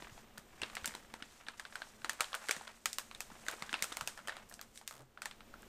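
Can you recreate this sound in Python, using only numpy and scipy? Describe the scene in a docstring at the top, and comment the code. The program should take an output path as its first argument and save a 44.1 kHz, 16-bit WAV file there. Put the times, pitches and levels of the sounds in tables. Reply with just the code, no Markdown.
"""Creases in a stiff plastic bag snap one by one as fingers pick at its edge on a table in a small quiet room.
Each snap is a spike, a fading run of random slips and a brief ring, answered by dense echoes.
Between snaps, swarms of micro-clicks rustle, low damped cycles bump the table and smooth noise slides over
the film; once a fingertip judders in stick-slip pulses. Shaped, swaying noise is the room tone beneath."""
import sys
import numpy as np
from scipy import signal
from scipy.fft import rfft, irfft
from scipy.io import wavfile
from scipy.ndimage import uniform_filter1d

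SR = 44100
rng = np.random.default_rng(int(sys.argv[2]) if len(sys.argv) > 2 else 0)


def persist_wave(psi):
    """Save psi, clipped to +-1, as 16-bit WAV."""
    counts = np.round(np.clip(psi, -1, 1) * 32767).astype(np.int16)
    wavfile.write(sys.argv[1], SR, np.atleast_2d(counts).T)


def field_ratio(decibels):
    """Amplitude ratio for a level in dB (20 dB per decade); scalars and array-likes work."""
    return 10 ** (np.asarray(decibels, dtype=float) / 20)


N = 250649  # length in samples

# Distant household hum and microphone hiss, as one spectrum.
# Each row: frequency in Hz, relative level in dB.
TONE_COLOUR = [(20, -1), (60, -7.5), (130, -11.5), (400, -12.5), (1090, -19.5), (1610, -22.5),
               (3160, -24.5), (7730, -33.5), (11000, -35.5), (15000, -28)]
# Hum bands that stand out of the hiss. Each row: centre in Hz, width in Hz, lift in dB.
HUM_BANDS = [(223.5, 22.5, 10), (553, 5.3, 8.5), (716, 13, 5.5)]
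# Film flexing under the fingers.
# Each row: time in seconds, relative level of the dull rustle in dB, of the crisp rustle in dB.
FLEXING = [(0.0, -58.5, -57), (0.3, -69, -74), (0.5, -69.5, -69), (0.66, -57, -60), (1.07, -64.5, -66),
           (2.15, -65, -60.5), (2.53, -55.5, -53.5), (2.72, -60.5, -62.5), (2.88, -88, -67),
           (3.23, -68.5, -61.5), (3.53, -56, -57.5), (4.0, -59, -55), (4.24, -67, -65), (4.32, -52, -61),
           (4.62, -96, -72), (4.85, -75, -63), (5.1, -87, -80), (5.68, -76, -69)]
# Bag and knuckles bumping the table.
# Each row: time in seconds before the contact delay, level in dB, pitch in Hz.
TABLE_BUMPS = [(0.018, -47.5, 350), (0.117, -51.5, 119.2), (0.382, -49.5, 193), (0.616, -50.5, 87),
               (0.625, -39.5, 360), (0.822, -52, 72), (0.876, -44.5, 218), (.945, -47, 380),
               (1.133, -50, 250), (1.217, -48.5, 246), (1.48, -53, 264), (2.041, -46.5, 330),
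               (2.201, -48, 308), (2.49, -33.5, 465), (2.564, -48, 208), (2.984, -57, 304),
               (3.313, -49.5, 230), (3.478, -49, 315), (3.532, -43, 417), (3.618, -46.5, 186.8),
               (3.728, -42, 290), (3.82, -47, 193), (3.916, -47, 326), (4.015, -49, 133), (4.28, -47, 384)]
# Creases snapping. Each row: start in seconds, ring of the film panel in Hz, relative level in dB,
# loudest pitch in Hz, drop one octave away from it in dB.
CREASES = [(0.0228, 965, -49.5, 1530, 3), (0.1777, 734, -53, 1030, 2.7), (0.3755, 1486, -52.5, 1290, 2.1),
           (0.3797, 1760, -50, 3400, 0.5), (0.6172, 2770, -37, 2500, 4.5), (0.633, 2740, -35, 2140, 6.5),
           (0.6988, 1110, -50.5, 1900, 3), (0.742, 760, -66, 900, 9), (0.7528, 2360, -44, 4330, 3),
           (0.7676, 2080, -37.5, 1860, 5), (0.8441, 1460, -40.5, 1710, 3), (0.8577, 1600, -35.5, 6400, 3.5),
           (0.876, 3560, -41.5, 3900, 2.3), (0.9081, 2150, -53, 2430, 5), (0.9392, 1430, -50, 1980, 4.7),
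           (0.9504, 930, -44, 2320, 1.9), (1.1395, 900, -44.5, 1510, 1.7), (1.2239, 1470, -42.5, 2300, 5.5),
           (1.4664, 990, -54, 2300, 7), (1.4844, 1640, -39.5, 1970, 4), (1.5963, 1700, -43, 2040, 2),
           (1.6514, 1490, -44.3, 1870, 5.5), (1.7245, 1690, -51.7, 1630, 5), (1.755, 1500, -40.5, 1510, 2),
           (1.802, 810, -57, 1220, 4), (1.8187, 1568, -39.5, 1690, 5), (2.018, 1520, -56, 2000, 3),
           (2.0453, 1360, -37, 1730, 2.5), (2.0946, 1760, -33, 2740, 2.5), (2.132, 1580, -54.6, 1200, 0),
           (2.1977, 1320, -45, 760, 2), (2.2065, 1316, -29.5, 2400, 1.5), (2.2434, 1340, -42.5, 2510, 5),
           (2.3197, 1700, -55, 630, 0.8), (2.33, 1120, -38.5, 1640, 7), (2.3426, 1440, -36.5, 1390, 2.5),
           (2.3492, 1250, -42, 2220, 0.7), (2.422, 1140, -52, 1260, 7), (2.486, 2086, -38.5, 2940, 3),
           (2.4925, 1480, -33.5, 1780, 2.5), (2.51, 2310, -29.5, 3360, 3.1), (2.5646, 1920, -45, 2550, 2.5),
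           (2.6102, 860, -48, 920, 4), (2.6721, 1040, -50, 1700, 4), (2.6769, 1430, -46.5, 2010, 3.2),
           (2.8574, 1300, -30.5, 3700, 2.05), (2.9306, 3584, -39.5, 5500, 6),
           (2.9844, 1045, -36.5, 3740, 1), (2.9955, 2330, -54, 2600, 5.0), (3.1122, 1120, -47.5, 1820, 3.5),
           (3.1483, 3630, -47, 2940, 5), (3.2054, 2590, -40.5, 4070, 1.5), (3.3014, 895, -53, 630, 1.7),
           (3.316, 1380, -57, 660, 1.3), (3.4649, 2060, -47.1, 1650, 2), (3.4838, 1510, -34.5, 2200, 2),
           (3.5128, 1500, -49.5, 5590, 0.7), (3.527, 1750, -52, 1360, 2.3), (3.5387, 630, -54, 2080, 1),
           (3.6229, 2130, -38.5, 1820, 2.5), (3.693, 1670, -43.5, 2240, 6),
           (3.7286, 1420, -36.5, 2200, 3.5), (3.7405, 2690, -29.5, 1950, 6.5),
           (3.7914, 2600, -48.5, 2350, 5), (3.8241, 2210, -31.5, 4080, 2.5),
           (3.8422, 1306, -41.5, 3190, 0.5), (3.9199, 1280, -46, 1310, 2), (3.924, 3690, -43, 2870, 3),
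           (3.9699, 2180, -39.5, 2640, 1), (4.0099, 1390, -39, 1370, 1), (4.0748, 2590, -36.2, 3830, 2),
           (4.1751, 1770, -49.5, 1420, 1.3), (4.19, 1354, -45.5, 1320, 9), (4.2738, 3140, -44.5, 2430, 2),
           (4.2829, 1794, -39.6, 1500, 1.8), (4.294, 1794, -37.5, 1880, 5.5), (4.3215, 1496, -49, 1910, 9),
           (4.367, 1260, -48, 1580, 2), (4.4902, 1530, -64, 7000, 7), (4.4972, 786, -55, 14260, 3.7),
           (4.513, 1810, -52.5, 1180, 6), (4.5246, 1600, -57.5, 2800, 1.5), (4.5401, 4100, -49.5, 5660, 8),
           (4.5927, 1640, -50.5, 1580, 3), (4.6132, 1214, -48, 5120, 1), (4.7585, 1130, -59.5, 3920, 2.6),
           (4.7753, 3860, -49, 4370, 6), (4.813, 810, -55, 630, 1), (4.877, 3680, -41.5, 5100, 2.5),
           (4.9099, 1310, -50, 630, 0.4), (5.1741, 1443, -48.5, 1170, 4.5), (5.219, 1440, -42.5, 2410, 2.0),
           (5.251, 1420, -58, 630, 0.5), (5.2565, 1810, -39.5, 2340, 1.5), (5.3117, 876, -48.5, 2340, 5),
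           (5.4059, 1334, -52, 1670, 4.5), (5.5395, 1370, -48.5, 914, 4.5), (5.6214, 1290, -62, 8000, 7),
           (5.6297, 1590, -56.5, 1350, 4)]
# Bands in which the snaps are levelled. Each row: low edge in Hz, high edge in Hz.
SNAP_BANDS = [(500, 1600), (1600, 4500), (4500, 9500), (9500, 15500)]
# Echoes off nearby things on the table, then off the walls.
# Each row: delay in seconds, 60 dB decay time in seconds, level relative to the snap in dB.
REFLECTIONS = [(.0055, 0.066, -14.5), (.01, 0.424, -26)]
# Echo trim, one value in dB for each snap band.
ECHO_TRIM_DB = [1.5, -1, 3, 1]
# Skin sliding over the film. Each row: start in seconds, length in seconds, level in dB, loudest pitch in Hz.
SKIN_SLIDES = [(0.108, 0.12, -66.5, 5200), (1.23, 0.2, -68.5, 4500), (1.705, 0.21, -66, 5500),
               (4.484, 0.097, -67, 7500), (4.737, .07, -61.5, 6500)]
# A fingertip juddering along the film. 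Each row: time in seconds, slip rate in Hz, relative level in dB.
FINGER_JUDDER = [(4.91, 58.4, -78), (4.94, 61.2, -60), (4.99, 66.7, -65), (5.003, 130, -56.5),
                 (5.035, 130, -65), (5.06, 130, -88.5)]
# Resonances of the microphone housing. Each row: centre in Hz, width in Hz, gain in dB.
HOUSING = [(1360, 1540, 0.5), (8000, 4200, 3), (10330, 2600, -4), (4500, 1230, -2)]

TREBLE_CUT_HZ = 15300  # the room tone, rustle, slides and echoes are cut off above this


def band(x, lo_hz, hi_hz, order=2):
    """Band-pass along the last axis."""
    edges = [lo_hz, min(hi_hz, 0.45 * SR)]
    return signal.sosfilt(signal.butter(order, edges, "bandpass", fs=SR, output="sos"), x)


def cut_treble(x):
    """Steep low-pass at TREBLE_CUT_HZ."""
    return signal.sosfilt(signal.ellip(8, 0.5, 60, TREBLE_CUT_HZ, fs=SR, output="sos"), x)


def unit(x):
    """Scale to rms 1."""
    return x / np.sqrt(np.mean(x ** 2))


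def add(out, start_s, grains):
    """Lay each grain into the track at its time."""
    for s, grain in zip(start_s, grains):
        i = int(max(s, 0) * SR)
        out[i:i + len(grain)] += grain[:N - i]
    return out


def drift(rate_hz):
    """Smooth random wander: levels held for 1 / rate_hz and slewed twice, spread near 1."""
    k = int(SR / rate_hz)
    held = np.repeat(rng.standard_normal(N // k + 1), k)
    return 1.3 * uniform_filter1d(uniform_filter1d(held, k), k)[:N]


def peaks_db(f, table):
    """Sum of bell-shaped peaks (Hz, width Hz, dB) at frequencies f."""
    return sum(db / (1 + (2 * (f - hz) / width) ** 2) for hz, width, db in table)


def room_tone(level_db=-62.5, sway_db=2.86):
    """Distant household hum and microphone hiss: noise shaped in frequency, its level swaying a little."""
    hz, db = np.transpose(TONE_COLOUR)
    f = np.fft.rfftfreq(N, 1 / SR) + 1  # 1 Hz up keeps the logarithm finite
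    colour_db = np.interp(np.log(f), np.log(hz), db) + peaks_db(f, HUM_BANDS)
    spectrum = rfft(rng.standard_normal(N)) * field_ratio(colour_db) * (f < TREBLE_CUT_HZ)
    return unit(irfft(spectrum, N)) * field_ratio(level_db + sway_db * drift(3.15))


def crackle(per_s, spread_db, lo_hz, hi_hz, smear_s):
    """Random micro-clicks, a few much bigger than the rest, each smeared into a short noise burst."""
    size_db = spread_db * np.minimum(rng.exponential(size=N), 4)
    click_power = (rng.random(N) < per_s / SR) * field_ratio(size_db) ** 2
    keep = np.exp(-1 / (smear_s * SR))
    envelope = np.sqrt(signal.lfilter([1], [1, -keep], click_power))
    return unit(band(envelope * rng.standard_normal(N), lo_hz, hi_hz))


def rustle():
    """Many small folds shift: big ones sound dull, fine ones crisp, and a few tick out of the swarm."""
    s, dull_db, crisp_db = np.transpose(FLEXING)
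    t = np.arange(N) / SR
    dull = field_ratio(np.interp(t, s, dull_db))
    crisp = field_ratio(np.interp(t, s, crisp_db))
    folds = crackle(290, spread_db=4, lo_hz=570, hi_hz=2340, smear_s=0.0032) * field_ratio(2 * drift(12))
    fine = crackle(550, spread_db=3.5, lo_hz=2920, hi_hz=10630, smear_s=0.005) * field_ratio(-6.5)
    ticks = crackle(70, spread_db=3, lo_hz=900, hi_hz=7000, smear_s=0.0015) * field_ratio(-9)
    return cut_treble(dull * folds + crisp * fine + np.sqrt(dull * crisp) * ticks)


def bumps(cycles=1.46, push_s=0.0032, delay_s=0.00354):
    """A soft blow: a few low cycles that rise over the contact time and die away."""
    s, db, hz = np.transpose(TABLE_BUMPS)[:, :, None]
    t = np.arange(4096) / SR
    rise = 1 - np.exp(-t / push_s)
    thud = np.sin(2 * np.pi * hz * t) * rise * np.exp(-2 * t * hz / cycles)
    thud = thud / np.abs(thud).max(axis=1, keepdims=True)
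    return add(np.zeros(N), s[:, 0] + delay_s, field_ratio(db) * thud)


def room(x, t60_s=0.57, db=-12):
    """Low knocks linger in the room: a decaying noise tail is added."""
    t = np.arange(SR // 2) / SR
    tail = rng.standard_normal(len(t)) * field_ratio(-60 * t / t60_s)
    tail = tail / np.sqrt(np.sum(tail ** 2))
    return x + field_ratio(db) * signal.fftconvolve(x, tail)[:N]


def creases():
    """Start, ring and level per band of all snaps: level falls as a bell over octaves from the loudest pitch."""
    # the juddering fingertip also flips 8 evenly spaced small creases, 74 a second, each 1.3 dB weaker
    k = np.arange(8)[:, None]
    first = np.array([4.9255, 1200, -59, 4000, 1])  # columns as in CREASES
    row = first + k * [1 / 74, 0, -1.3, 0, 0]
    s, ring_hz, db, loudest_hz, fall_db = np.vstack([CREASES, row]).T
    band_centre_hz = np.sqrt(np.prod(SNAP_BANDS, axis=1))[:, None]
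    octaves = np.log2(band_centre_hz / loudest_hz)
    return s, ring_hz, db - fall_db * octaves ** 2


def echoes(shape, rise_s=0.00053, patchy_db=3.5, patch_s=0.0036, pocket_db=-3.5):
    """Reflections as noise that starts after a gap and dies away, arriving in uneven clumps."""
    t = np.arange(shape[1]) / SR
    level = 0
    for delay_s, t60_s, db in REFLECTIONS:
        late = np.maximum(t - delay_s, 0)
        level = level + np.minimum(late / rise_s, 1) * field_ratio(db - 60 * late / t60_s)
    k = int(patch_s * SR)
    clumps = uniform_filter1d(rng.standard_normal(shape), k, axis=1) * np.sqrt(k)
    # single reflections stand apart at first and blend later
    noise = rng.standard_normal(shape) * level * field_ratio(patchy_db * clumps * np.exp(-t / 0.016))
    # the air pocket inside the bag favours a band near its own pitch
    return cut_treble(noise + field_ratio(pocket_db) * band(noise, 960, 2750, order=1))


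def snaps(soft_db=2.4, crack_t60_s=0.016, first_db=20, ring_t60_s=0.015, scatter_db=5, gain_db=2):
    """A crease flips with a spike, smaller slips run along the fold, the panel rings briefly; the room answers."""
    s, ring_hz, band_db = creases()
    t = np.arange(16384) / SR
    chance = rng.standard_normal((len(s), 2, len(t)))
    slips = chance[:, 0] * field_ratio(scatter_db * chance[:, 1] - 60 * t / crack_t60_s)
    # dull snaps are slow folds: their first spike is weaker
    dullness_db = np.clip(np.maximum(band_db[0], band_db[1]) - band_db[2], 0, 20)
    slips[:, 0] += field_ratio(first_db - soft_db * dullness_db) * np.sign(slips[:, 0])
    ring = np.sin(2 * np.pi * ring_hz[:, None] * t) * field_ratio(-60 * t / ring_t60_s)
    # every crease sits somewhere else, so each gets its own dense pattern of echoes
    answer = echoes(slips.shape)
    out = 0
    for (lo, hi), db, trim_db in zip(SNAP_BANDS, band_db, ECHO_TRIM_DB):
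        crack = band(slips + ring, lo, hi, order=3)
        # rms 1 over the first 3 ms
        crack = crack / np.sqrt(np.mean(crack[:, :140] ** 2, axis=1, keepdims=True))
        # the square root makes up for the noise power lost outside the band
        tail = band(answer, lo, hi, order=3) * np.sqrt(SR / 2 / (hi - lo)) * field_ratio(trim_db)
        out = out + (crack + tail) * field_ratio(db + gain_db)[:, None]
    return add(np.zeros(N), s, out)


def slides(edge_s=0.018, width_octaves=1.3):
    """Skin friction on the film: broad smooth hiss that fades in, holds and fades out."""
    t, out = np.arange(N) / SR, 0
    reach = 2 ** (width_octaves / 2)
    for s, length, db, hz in SKIN_SLIDES:
        fade = np.clip(np.minimum(t - s, s + length - t) / edge_s, 0, 1)
        hiss = unit(band(rng.standard_normal(N), hz / reach, hz * reach, order=1))
        out = out + fade * field_ratio(db) * hiss
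    return cut_treble(out)


def judder(body_hz=137, body_t60_s=0.1, scuff_db=-1):
    """Stick-slip pulses knock a low table mode while the skin scuffs the film."""
    s, rate_hz, db = np.transpose(FINGER_JUDDER)
    t = np.arange(N) / SR
    gain = field_ratio(np.interp(t, s, db)) * (t > s[0]) * (t < s[-1])
    # one pulse each time the running slip count passes a whole number
    slip_count = np.cumsum(np.interp(t, s, rate_hz)) / SR
    pulses = np.diff(np.floor(slip_count), prepend=0)
    tail = t[:4096]
    knock = np.sin(2 * np.pi * body_hz * tail) * field_ratio(-60 * tail / body_t60_s)
    scuff = unit(band(rng.standard_normal(N), 174, 1070)) * field_ratio(scuff_db)
    return signal.fftconvolve(pulses * gain, knock)[:N] + scuff * gain


def scene():
    """The bag on its table, over the room tone, as one channel."""
    knocks = room(bumps() + judder())
    return (room_tone() + rustle() + knocks + snaps() + slides())[None]


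def top_cut(x):
    """Nothing passes above the cut-off."""
    return signal.sosfilt(signal.butter(12, 16540, fs=SR, output="sos"), x)


def record(dry):
    """A small microphone: housing resonances and a steep top cut."""
    f = np.fft.rfftfreq(N, 1 / SR)
    housed = irfft(rfft(dry) * field_ratio(peaks_db(f, HOUSING)), N)
    mix = signal.sosfilt(signal.butter(6, 14320, fs=SR, output="sos"), housed)
    return top_cut(mix)


dry = scene()
out = record(dry)
persist_wave(out)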